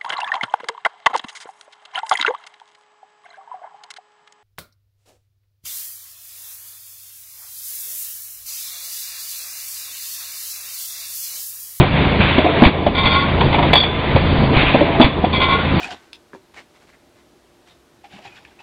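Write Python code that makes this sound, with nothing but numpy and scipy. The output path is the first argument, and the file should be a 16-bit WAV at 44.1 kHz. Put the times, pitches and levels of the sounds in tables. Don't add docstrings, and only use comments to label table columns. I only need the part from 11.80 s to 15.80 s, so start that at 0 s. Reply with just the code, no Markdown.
import sys
import numpy as np
from scipy import signal
from scipy.fft import rfft, irfft
from scipy.io import wavfile
from scipy.ndimage import uniform_filter1d

SR = 44100
rng = np.random.default_rng(int(sys.argv[2]) if len(sys.argv) > 2 else 0)


def to_wav(sig):
    pcm = np.clip(np.atleast_2d(sig), -1, 1) * 32767
    pcm = np.round(pcm).astype(np.int16)
    wavfile.write(sys.argv[1], SR, pcm.T)


N = 176400
TIME = np.arange(N) / SR
RING = np.arange(int(SR * .5)) / SR

# start in seconds, level in dB, pitch in Hz,
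# t60 (time to decay by 60 dB) in seconds, rattle level in dB.
CLUNKS = [(.001, 1, 135.6, 0.11, -13), (0.582, -3, 269, .06, -14.5), (.645, -10, 322.5, 0.1, -14),
          (.821, 8, 245, 0.077, -7.5), (1.064, -12, 214.5, 0.15, -8), (1.93, -37, 210, 0.044, -12.5),
          (2.351, -9.5, 111, 0.098, -20.5), (2.945, -4.5, 259, 0.064, -7.5), (3.009, -13, 312.3, 0.23, -13),
          (3.199, 3, 248.6, 0.13, -5), (3.439, -5.5, 223, 0.031, -40)]
# start in seconds, level in dB, pitch in Hz, relative crunch level in dB.
BUMPS = [(.398, -19, 50, -17.5), (0.859, -2.5, 49.5, -7), (1.255, -21.5, 54.6, -18),
         (2.766, -12.5, 52, -16.5), (3.243, -9, 42, -9)]
# start in seconds, level in dB, pitch in Hz, t60 in seconds.
KNOCKS = [(.584, -12, 618, 0.17), (.655, -14, 721, .2), (.827, -3, 706, 0.037), (1.066, 0.5, 680, 0.042),
          (1.609, -10.5, 947, 0.092), (1.738, -13, 800, 0.063), (1.782, -14.5, 945, 0.19),
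          (1.826, -14.5, 962, 0.11), (1.934, -5.5, 710, .07), (2.361, -6, 534, 0.072),
          (3.011, -5.5, 581, 0.091), (3.205, 5, 860, 0.023), (3.442, 3, 715, 0.037)]
# ratio to the pitch, level in dB, share of the t60.
BODY_MODES = [(.6, -5.5, 0.43), (1, 3, 0.68), (1.27, -4, 0.96), (1.9, -9, 0.6), (2.7, -6.5, 0.44)]
PANEL_MODES = [(.74, -2.5, 0.5), (.9, -9, 0.86), (1, 2.5, 0.7), (1.14, -13, 1), (1.45, -14.5, 0.48)]
# start in seconds, level in dB.
FRAME_RINGS = [(.648, -19), (3.012, -18.5)]
# frequency in Hz, level in dB, t60 in seconds.
FRAME_MODES = [(304.6, -7, 1.5), (428, -20.5, 0.2), (572, -12.5, 1.8), (671, -4.5, 1.6)]
# start in seconds, relative ring level in dB, crack level in dB.
STRIKES = [(.582, -25, -12.5), (.836, -37, -4.5), (.85, -16, -6), (1.068, -35.5, -18.5),
           (1.609, -31.5, -11), (1.728, -29, -14), (1.744, -60, -13.5), (1.783, -36.5, -14.5),
           (1.827, -35, -15.5), (1.933, -10, -5), (1.956, -6.5, -7), (1.975, -7.5, -16.5),
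           (2.001, -10, -23), (2.034, -20, -14), (2.36, -26, -12), (3.214, -9.5, -5), (3.226, -30.5, -6),
           (3.446, -29, -18.5)]
# frequency in Hz, t60 in seconds when clattering,
# level in dB when clattering, level in dB when struck.
STEEL_MODES = [(1040, .12, -11, -22), (1088, .2, -10, -22), (1433, .2, -12, -20), (2069, .25, -4, -16),
               (2298, .22, -3, -17), (2375, .13, -7, -15), (3300, .2, 1, -4), (3345, .12, -2, -4),
               (3420, .33, 0, 1), (3480, .12, -4, -4), (3636, .22, -1, -8), (4364, .2, -11, -17),
               (4580, .28, -14, -11), (4700, .14, -11, -18)]
# start in seconds, level in dB, length in seconds, tilt in dB per octave.
CLATTERS = [(1.15, -17.5, .05, -7), (1.234, -14, .035, -7), (1.299, -20.5, .035, 1),
            (1.346, -17.5, 0.018, -9), (1.383, -27, .035, 2), (3.528, -18.5, .035, -6.5),
            (3.603, -15.5, .045, -10), (3.678, -18, .06, -13), (3.786, -31.5, .03, -3)]
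# start in seconds, length in seconds, level in dB.
SQUEALS = [(1.17, 0.36, -22), (3.532, 0.34, -21.5)]
# start in seconds, level in dB, rise in seconds, hold in seconds, fall in dB/s.
VENTS = [(0.391, -16.5, .02, 0.038, 56.5), (2.708, -15, 0.079, 0.11, 44)]
# multiple of the shaft rate, level in dB.
HUM_HARMONICS = [(2, -34), (3, -25.5), (4, -36.5), (5, -27), (6, -31.5), (7, -34.5), (8, -36), (10, -33),
                 (12, -37)]
# frequency in Hz, level in dB.
WHINES = [(1007, -36), (1178, -41), (1581, -49.5), (2531, -51)]
# time in seconds, relative levels in dB of rumble, midrange churn and hiss.
LOAD = [(0, -26, -11, -19), (0.098, -16.5, -22, -26.5), (.18, -18.5, -18, -21.5), (0.381, -18, -18, -26.5),
        (0.529, -21.5, -21, -24), (0.718, -31.5, -19.5, -25.5), (.82, -16.5, -16, -24),
        (.97, -24, -17.5, -28.5), (1.13, -23.5, -22.5, -32), (1.42, -24, -22.5, -27.5),
        (1.62, -17, -18.5, -29), (1.879, -21, -17, -26), (2.1, -29.5, -25, -31), (2.302, -21.5, -21, -27),
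        (2.619, -13.5, -18.5, -27.5), (2.758, -21.5, -19.5, -33), (2.878, -22.5, -21, -28),
        (3.14, -27, -19, -29.5), (3.35, -26.5, -21.5, -31), (3.5, -25, -23.5, -33.5),
        (3.769, -29, -22.5, -28), (3.919, -22, -22, -27), (4, -13.5, -17.5, -25.5)]
# frequency in Hz, relative spectral density in dB.
RATTLE_SPECTRUM = [(60, -6.5), (200, -15.5), (600, 7.5), (1000, -6.5), (1400, -19.5), (2400, -19.5),
                   (3500, -14), (4200, -24), (5000, -39)]
CRUNCH_SPECTRUM = [(60, -10), (130, 12), (260, 15), (500, -2), (1100, 0), (1500, -5), (2300, 1),
                   (3000, -6.5), (3600, -8.5), (4100, -11), (5000, -25.5)]
CRACK_SPECTRUM = [(300, -10), (900, 12.5), (1500, -4), (2300, 8.5), (2900, -0.5), (3450, 5.5), (4000, -9),
                  (4500, -19), (5000, -24.5)]
SCRAPE_SPECTRUM = [(500, 7), (1000, 5), (1600, -9), (2300, 2), (2900, -1.5), (3500, 5.5), (4000, -5.5),
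                   (4500, -9), (5000, -23.5)]
AIR_SPECTRUM = [(200, -5), (600, -4), (1100, 0.5), (1400, -1.5), (2000, 1), (2500, 5), (2900, -1),
                (3500, -0.5), (4000, -8.5), (4500, -22), (5000, -21.5)]
RUMBLE_SPECTRUM = [(12, -18.5), (28, 1.5), (60, 1.5), (115, 1), (170, 1.5), (260, -5.5), (500, -29)]
CHURN_SPECTRUM = [(90, -15.5), (180, -6.5), (280, -4.5), (420, -4.5), (700, -7.5), (1050, -10.5),
                  (1350, -23.5), (3000, -48.5)]
HISS_SPECTRUM = [(100, -25.5), (500, -4.5), (1000, -1), (1400, 3.5), (1750, 3), (2200, 6.5), (2900, 1),
                 (3550, 2.5), (3950, -6.5), (4450, -18.5), (5000, -55.5)]


def amp(db):
    return 10 ** (np.asarray(db) / 20)


def unit(x):
    return x / np.sqrt(np.mean(x ** 2) + 1e-20)


def add(mix, start, sound):
    part = mix[max(round(start * SR), 0):][:len(sound)]
    part += sound[:len(part)]


def fade(t60):
    return np.exp(-np.log(1000) * RING / t60)


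def noise(spectrum, size=len(RING)):
    hz, db = np.transpose(spectrum)
    shape_db = np.interp(np.log(np.fft.rfftfreq(size, 1 / SR) + 1), np.log(hz), db)
    return unit(irfft(rfft(rng.standard_normal(size)) * amp(shape_db), size))


def wander(rate_hz):
    size = N // 64
    hz = np.fft.rfftfreq(size, N / size / SR)
    drift = unit(irfft(rfft(rng.standard_normal(size)) * np.exp(-(hz / rate_hz) ** 2), size))
    return np.interp(TIME, np.linspace(0, N / SR, size), drift)


def patchy_noise(spectrum, depth_db=2):
    cells = signal.stft(noise(spectrum, N), nperseg=512, noverlap=384)[2]
    patches = uniform_filter1d(rng.standard_normal(cells.shape), size=3, axis=0)
    patches = unit(uniform_filter1d(patches, size=9, axis=1))
    return unit(signal.istft(cells * amp(depth_db * patches), nperseg=512, noverlap=384)[1][:N])


def blow(modes, hz, t60, rise_s=.0021, grit=.31):
    ring = sum(amp(db) * np.sin(2 * np.pi * hz * ratio * RING) * fade(t60 * share)
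               for ratio, db, share in modes)
    cloud = noise([(hz / 4, -25), (hz * .56, 0), (hz * 1.4, 0), (hz * 2, -16), (hz * 5, -45)])
    return np.minimum(RING / rise_s, 1) * (np.sqrt(2) * ring + grit * cloud * fade(t60))


def beating_mode(hz, t60, spread_hz, neighbours=2):
    cluster_hz = hz + spread_hz * np.append(0, rng.standard_normal(neighbours))
    waves = np.sin(2 * np.pi * (RING[:, None] * cluster_hz + rng.random(neighbours + 1)))
    decay = fade(t60)
    ring = (waves[:, 0] + .48 * waves[:, 1:].sum(1)) * decay
    return ring * np.sqrt(np.sum(decay ** 2) / np.sum(ring ** 2))


def mould_clunks():
    out = np.zeros(N)
    for start, db, hz, t60, rattle_db in CLUNKS:
        body = amp(db) * blow(BODY_MODES, hz, t60)
        rattle = amp(rattle_db) * noise(RATTLE_SPECTRUM) * fade(t60=.12)
        add(out, start, body + rattle)
    return out


def mould_bumps(rise_s=.003):
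    out = np.zeros(N)
    for start, db, hz, crunch_db in BUMPS:
        crunch = 2 * amp(crunch_db) * noise(CRUNCH_SPECTRUM) * fade(t60=.17)
        body = amp(db) * blow(BODY_MODES, hz, t60=.09, rise_s=rise_s, grit=.17)
        add(out, start, body + crunch * np.minimum(RING / rise_s, 1))
    return out


def housing_knocks():
    out = np.zeros(N)
    for start, db, hz, t60 in KNOCKS:
        add(out, start, amp(db) * blow(PANEL_MODES, hz, t60, rise_s=.0042, grit=.22))
    return out


def frame_ring():
    out = np.zeros(N)
    for start, db in FRAME_RINGS:
        for hz, mode_db, t60 in FRAME_MODES:
            wave = np.sqrt(2) * np.sin(2 * np.pi * (hz * RING + rng.random()))
            add(out, start, amp(db + mode_db) * wave * fade(t60))
    return out


def stop_strikes(damping=1.37):
    out = np.zeros(N)
    for start, ring_db, crack_db in STRIKES:
        ring = sum(amp(db) * beating_mode(hz, t60 / damping, spread_hz=38)
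                   for hz, t60, _, db in STEEL_MODES)
        shimmer = amp(-13.5) * beating_mode(hz=3467, t60=.84, spread_hz=55, neighbours=8)
        crack = amp(crack_db) * noise(CRACK_SPECTRUM) * fade(t60=.086)
        add(out, start, amp(ring_db) * (ring + shimmer) / 2 + crack)
    return out


def steel_clatter(hits_per_s=480, detune=.0021):
    out = np.zeros(N)
    size = len(RING)
    for start, db, length, tilt in CLATTERS:
        hits = (rng.random(size) < hits_per_s / SR) * rng.uniform(.93, 1, size) * (RING < length)
        hits[0] = 1
        ring = 0
        for hz, t60, mode_db, _ in STEEL_MODES:
            response = beating_mode(hz * (1 + detune * rng.standard_normal()), t60, spread_hz=22)
            partial = signal.fftconvolve(hits, response)[:size]
            ring += amp(mode_db + tilt * np.log2(hz / 2300)) * partial / abs(partial).max()
        envelope = np.sqrt(abs(signal.fftconvolve(hits ** 2, fade(t60=.17) ** 2)[:size]))
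        scrape = amp(-1) * envelope / envelope.max() * noise(SCRAPE_SPECTRUM)
        add(out, start, amp(db) * (1.09 * ring + scrape))
    return out


def guide_squeals(start_hz=960, end_hz=1115, overtone_ratio=1433 / 1115, settle_s=.11):
    out = np.zeros(N)
    for start, length, db in SQUEALS:
        hz = end_hz + (start_hz - end_hz) * np.exp(-np.maximum(TIME - start, 0) / settle_s)
        swell = np.sin(np.pi * np.clip((TIME - start) / length, 0, 1) ** 1.34) ** 2
        for ratio, partial_db in (1, 0), (overtone_ratio, -5.5):
            phase = 2 * np.pi * ratio * np.cumsum(hz) / SR + .78 * wander(40)
            flutter_db = 5.5 * wander(30)
            out += swell * amp(db + partial_db + flutter_db) * np.sin(phase)
    return out


def air_vents():
    envelope = np.zeros(N)
    for start, db, rise, hold, fall in VENTS:
        opening = np.clip((TIME - start) / rise, 0, 1)
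        envelope += opening * amp(db - fall * np.maximum(TIME - start - hold, 0))
    return envelope * patchy_noise(AIR_SPECTRUM)


def jostles(per_s=12, low_hz=93, high_hz=332, spread_db=6):
    out = np.zeros(N)
    times, load_db = np.transpose(LOAD)[:2]
    for when, pitch, strength in rng.random((round(per_s * N / SR), 3)):
        start = when * N / SR
        hz = low_hz * (high_hz / low_hz) ** pitch
        db = np.interp(start, times, load_db) - 8 + spread_db * (2 * strength - 1)
        add(out, start, amp(db) * blow(BODY_MODES, hz, t60=.093))
    return out


def drive(shaft_hz=27.38, load_follow=.63):
    times, *levels = np.transpose(LOAD)
    low_db, middle_db, high_db = (np.interp(TIME, times, db) for db in levels)
    hum = np.zeros(N)
    for harmonic, db in HUM_HARMONICS:
        flutter_db = 1.5 * wander(4.5)
        phase = 2 * np.pi * (harmonic * shaft_hz * TIME + rng.random()) + .35 * wander(1.9)
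        hum += amp(db + flutter_db) * np.sin(phase)
    hum *= amp(load_follow * (low_db - low_db.mean()))
    whine = sum(amp(db) * np.sin(2 * np.pi * hz * TIME + wander(9.8)) for hz, db in WHINES)
    flicker_db = .5 * wander(40)
    rumble = amp(low_db - 1.5 + flicker_db) * patchy_noise(RUMBLE_SPECTRUM)
    churn = amp(middle_db - .5 + flicker_db) * patchy_noise(CHURN_SPECTRUM)
    hiss = amp(high_db + 2 + flicker_db / 2) * patchy_noise(HISS_SPECTRUM)
    return np.sqrt(2) * (hum + whine) + rumble + churn + hiss


def scene():
    background = drive() + air_vents()
    mould = mould_clunks() + housing_knocks() + frame_ring() + mould_bumps()
    return (background + mould + steel_clatter() + stop_strikes() + guide_squeals() + jostles())[None]


def record(dry, threshold_db=-9, slope=.52, recovery_db_per_s=42.5, lag_s=.06, cutoff_hz=4780):
    power = signal.lfilter(np.ones(1024) / 1024, [1], dry[0] ** 2)
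    fall_db = TIME * recovery_db_per_s
    held_db = np.maximum.accumulate(10 * np.log10(power + 1e-9) + fall_db) - fall_db
    excess_db = np.maximum(held_db - threshold_db, 0)
    pole = np.exp(-1 / (lag_s * SR))
    ducked = dry * amp(-slope * signal.lfilter([1 - pole], [1, -pole], excess_db))
    saturated = ducked / (1 + ducked ** 6) ** (1 / 6)
    lowpass = signal.firwin(255, cutoff_hz, window=("kaiser", 7), fs=SR)
    return signal.oaconvolve(saturated, lowpass[None], "same")


dry = scene()
out = record(dry)
to_wav(out)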